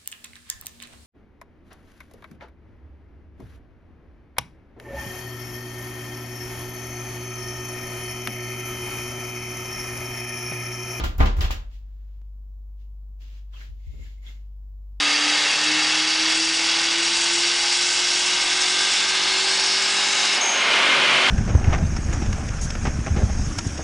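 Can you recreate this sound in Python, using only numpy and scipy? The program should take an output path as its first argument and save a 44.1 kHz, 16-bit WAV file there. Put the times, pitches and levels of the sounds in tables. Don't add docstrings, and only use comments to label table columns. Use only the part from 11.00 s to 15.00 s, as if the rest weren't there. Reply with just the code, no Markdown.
import sys
import numpy as np
from scipy import signal
from scipy.fft import rfft, irfft
from scipy.io import wavfile
from scipy.ndimage import uniform_filter1d

SR = 44100
rng = np.random.default_rng(int(sys.argv[2]) if len(sys.argv) > 2 else 0)


def persist_wave(psi):
    counts = np.round(np.clip(psi, -1, 1) * 32767).astype(np.int16)
    wavfile.write(sys.argv[1], SR, np.atleast_2d(counts).T)


N = 176400
T = np.arange(N) / SR
FREQS = np.fft.rfftfreq(N, 1 / SR)


def door():
    # t/s, then boom, wood, clack of fittings, tick, each as level/dB
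    blows = [(-.012, -20, -28, -31, -69), (0.037, -21.5, -29, -28.5, -37), (0.183, -20, -39, -46.5, -44.5),
             (.195, -19.5, -27, -48, -64.5), (0.2029, -7.5, -18, -30.5, -56.5),
             (.222, -34.5, -25.5, -43.5, -53.5), (0.256, -29, -32.5, -30, -55),
             (.264, -39.5, -36, -37.5, -63), (0.366, -25.5, -42, -49, -49),
             (.384, -15.5, -37.5, -50.5, -49.5), (.408, -19, -35.5, -27.5, -38.5),
             (.425, -40, -34.5, -34.5, -53), (0.444, -26.5, -37, -32, -49.5),
             (.506, -27.5, -37.5, -29.5, -38)]
    leaf_modes = [(37.29, -4, 1), (67.17, 6, 0.32), (84.1, -7.5, 0.55), (106.6, -9.5, 0.3)]
    panel_modes = [(177, -2.5), (208.5, 2.5), (242, -5), (277.5, -0.5), (343, 3), (410, -8), (651, -6),
                   (772, 1.5), (883, -9), (1049, -0.5), (1204, 4.5), (1390, 3)]
    # f/Hz, level/dB
    wood_shape = [(60, -9), (120, 6.5), (320, 1.5), (900, -0.5), (2000, -6), (3200, -16), (15000, -51.5)]
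    clack_shape = [(150, -15.5), (700, -3.5), (2200, -1.5), (3100, 2), (7000, -15), (10000, -18),
                   (15000, -41.5)]
    tick_shape = [(500, -24.5), (2500, -7), (7500, 3.5), (15500, -2.5)]
    times, boom_db, wood_db, clack_db, tick_db = np.array(blows).T
    leaf = -ring(times, boom_db, leaf_modes, contact_s=0.01, lag_s=0.00097)
    panel_t60_s = 0.26
    damped_modes = [(hz, db, panel_t60_s) for hz, db in panel_modes]
    panels = ring(times, wood_db - 11.5, damped_modes, contact_s=0.00061, lag_s=0.00021, spread_db=2.5)
    wood = chatter(times, wood_db, wood_shape, t60=0.089, attack_s=0.0019, room_db=-3)
    clack = chatter(times, clack_db, clack_shape, t60=0.072, attack_s=0.0008, room_db=-3)
    tick = chatter(times, tick_db, tick_shape, t60=0.17, attack_s=0.0008, room_db=-4)
    return leaf + panels + ripple(wood + clack + tick)


def knuckles():
    contacts = [(0.036, -16.5, 910), (0.1809, -26.5, 14200), (0.407, -26.5, 5250), (0.4249, -26, 910),
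                (0.5054, -20, 950)]
    slides = [(0.197, .066, -54), (0.393, 0.07, -60.5)]
    clicks = sum(narrow(hz, width_hz=hz / 2) * undb(db) * fade(s, t60=0.0096, attack_s=0.0004)
                 for s, db, hz in contacts)
    sliding = sum(undb(db) * (T > s) * np.exp(-np.maximum(T - s - length, 0) / 0.012)
                  for s, length, db in slides)
    return clicks + sliding * narrow(13180, width_hz=8700)


def sleeves():
    swishes = [(0.744, 0.037, 0.04, -60.5, -72.5), (1.13, 0.72, 0.089, -78, -77.5),
               (1.815, 0.033, 0.038, -71, -100), (2.219, 0.018, 0.09, -58.5, -66),
               (2.37, 0.089, 0.037, -61.5, -67.5), (2.536, 0.0093, 0.038, -60, -59.5),
               (2.62, 0.069, 0.05, -53.5, -57), (2.92, 0.13, 0.16, -64, -96),
               (3.059, 0.075, 0.069, -59.5, -67.5), (3.285, 0.048, 0.057, -55.5, -59.5)]
    catches = [(2.531, 3140, -52), (2.533, 1120, -52), (2.556, 2750, -51), (2.602, 2160, -50),
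               (2.607, 1660, -48), (3.053, 1760, -58.5), (3.264, 3430, -47), (3.269, 1730, -60.5)]
    # f/Hz, level/dB
    swish_shape = [(400, -1.5), (1200, -22), (1700, -5), (2200, -1), (3000, 1.5), (7200, -9.5),
                   (15500, -17.5)]
    rub_shape = [(100, 0), (600, -2.5), (1050, -1.5), (1750, 0.5), (8000, -31.5)]
    grain_db, grain_samples = 0.7, int(0.003 * SR)
    roughness = np.sqrt(grain_samples) * uniform_filter1d(rng.standard_normal(N), grain_samples)
    swish_power, rub_power = 0, 0
    for s, rise, fall, swish_db, rub_db in swishes:
        speeding_up = np.exp(-((T - s) / rise) ** 2)
        slowing = np.cosh(np.minimum(abs(T - s) * 2 / fall, 20)) ** -0.5
        speed = np.where(T < s, speeding_up, slowing)
        swish_power += (speed * undb(swish_db)) ** 2
        rub_power += (speed * undb(rub_db)) ** 2
    squeaks = sum(narrow(hz, width_hz=450) * undb(db) * fade(s, t60=0.18, attack_s=0.0027)
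                  for s, hz, db in catches)
    grain = undb(grain_db * roughness)
    swish = colour(diffuse() * grain * np.sqrt(swish_power), swish_shape)
    rub = colour(diffuse() * grain * np.sqrt(rub_power), rub_shape)
    return ripple(swish + rub + grain * squeaks)


def hand_bumps():
    bumps = [(2.688, -34, -66), (2.868, -28, -60), (2.932, -32.5, -51.5), (2.99, -33, -55)]
    thud_modes = [(69.5, 6.5, 0.28)]
    scuff_shape = [(130, 1.5), (480, -7.5), (750, -20), (8000, -49)]
    times, thud_db, rub_db = np.array(bumps).T
    thuds = -ring(times + 0.0035, thud_db, thud_modes, contact_s=0.0068)
    scuffs = chatter(times, rub_db, scuff_shape, t60=0.14, attack_s=0.0022, room_db=5)
    return thuds * undb([[0], [-42]]) + scuffs * undb([[1], [-4]])


def rasp():
    resonances = [(2130, 180, 1), (7030, 740, -7), (11300, 500, -11.5)]
    swell = [(2.76, -94), (2.8, -79), (3.04, -61.5), (3.17, -76.5), (3.29, -59.5), (3.5, -96)]
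    slip_hz, slip_db = 89.5, 2.5
    tone = sum(undb(db) * narrow(hz, width) for hz, width, db in resonances)
    swell_db = np.interp(T, *np.array(swell).T, left=-np.inf, right=-np.inf)
    slips = np.interp(T * slip_hz, np.arange(1024), rng.standard_normal(1024))
    return tone * undb(swell_db + slip_db * slips / slips.std())


def case_click(start_s=1.217, level_db=-49, decay_s=0.0004):
    return undb(level_db) * (T >= start_s) * np.exp(-abs(T - start_s) / decay_s)


def machine_hum(pitch_hz=49.07, wander_share=0.0022):
    harmonics = [(1, -36), (2, -65), (3, -71), (5, -76.5)]
    air_shape = [(25, -10), (80, 4.5), (130, -10.5), (400, -19.5), (1000, -25.5), (1800, -39.5),
                 (7000, -42.5), (15500, -37)]
    wander = np.interp(T, np.linspace(0, T[-1], 13), rng.standard_normal(13))
    phase = 2 * np.pi * np.cumsum(pitch_hz * (1 + wander_share * wander)) / SR
    motor = sum(undb(db) * np.sqrt(2) * np.sin(k * phase) for k, db in harmonics)
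    air = undb(-59.5) * colour(diffuse(), air_shape)
    return (motor + air) * undb([[0.65], [-0.65]])


def ring(times, dbs, modes, contact_s, lag_s=0, spread_db=0):
    age = T[:SR]
    waves = np.array([undb(db) * np.sin(2 * np.pi * hz * age) * np.exp(-np.log(1000) * age / t60)
                      for hz, db, t60 in modes])
    push = np.sin(np.pi * np.minimum((T[:SR // 20] + 1 / SR) / contact_s, 1)) ** 2
    out = np.zeros((2, N))
    for s, db in zip(times, dbs):
        strengths = undb(db + spread_db * rng.standard_normal(len(modes)))
        tone = signal.fftconvolve(strengths @ waves, push / push.sum())[:SR]
        for port, lag in enumerate((lag_s, 0)):
            out[port] += np.interp(T - s - lag + contact_s / 2, age, tone, left=0, right=0)
    return out


def chatter(times, dbs, shape, t60, attack_s, room_db, spiky_db=3):
    room_decay = [(100, .45), (400, 0.46), (3000, 0.29), (7000, 0.29), (11500, 0.25)]

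    def envelope(decay, rise):
        return np.sqrt(sum((undb(db) * fade(s, decay, rise)) ** 2 for s, db in zip(times, dbs)))

    tail_spectrum = rfft(diffuse())
    spikes = undb(spiky_db * np.repeat(rng.standard_normal(N), SR // 2000)[:N])
    out = diffuse() * spikes / np.sqrt(np.mean(spikes ** 2)) * envelope(t60, attack_s)
    for band_hz, band_t60 in room_decay:
        share = at([(hz, hz == band_hz) for hz, _ in room_decay], FREQS)
        out += undb(room_db) * irfft(tail_spectrum * share, N) * envelope(band_t60, rise=0.0036)
    return colour(out, shape)


def ripple(x, depth_db=1.5, spacing_hz=16):
    gain_db = depth_db * np.interp(FREQS / spacing_hz, np.arange(4096), rng.standard_normal(4096))
    return colour(x, np.column_stack([FREQS[1:], gain_db[1:]]))


def diffuse():
    stereo_width = [(170, -10.5), (380, 3.5), (1300, 3), (4400, 0)]
    mid, side = rfft(rng.standard_normal((2, N)))
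    width = undb(at(stereo_width, FREQS))
    return irfft(np.array([mid + width * side, mid - width * side]) / np.sqrt(1 + width ** 2), N)


def narrow(centre_hz, width_hz):
    detuning = 2 * (FREQS - centre_hz) / width_hz
    band = irfft(rfft(diffuse()) / (1 + detuning ** 2), N)
    return band / band.std()


def colour(x, points, keep_power=True):
    size = 2 * N
    gain = undb(at(points, np.fft.rfftfreq(size, 1 / SR)))
    if keep_power:
        gain /= np.sqrt(np.mean(gain ** 2))
    cepstrum = irfft(np.log(gain))
    cepstrum[1:N] *= 2
    cepstrum[N + 1:] = 0
    return irfft(rfft(x, size) * np.exp(rfft(cepstrum)))[..., :N]


def fade(start, t60, attack_s):
    age = np.maximum(T - start, 0)
    return (1 - np.exp(-age / attack_s)) * np.exp(-np.minimum(np.log(1000) * age / t60, 20))


def at(points, hz):
    point_hz, values = np.array(points, float).T
    return np.interp(np.log(np.maximum(hz, 1)), np.log(point_hz), values)


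def undb(db):
    return 10 ** (np.asarray(db) / 20)


def scene():
    return door() + sleeves() + rasp() + hand_bumps() + knuckles() + case_click() + machine_hum()


def record(dry):
    mic_response = [(10, -14), (28, -1.5), (7300, 1), (8400, -12.5), (9200, -13.5), (10800, -3.5),
                    (16000, 1.5)]
    top_cut = signal.ellip(10, 0.2, 70, 15850, fs=SR, output="sos")
    return signal.sosfilt(top_cut, colour(dry, mic_response, keep_power=False))


dry = scene()
out = record(dry)
persist_wave(out)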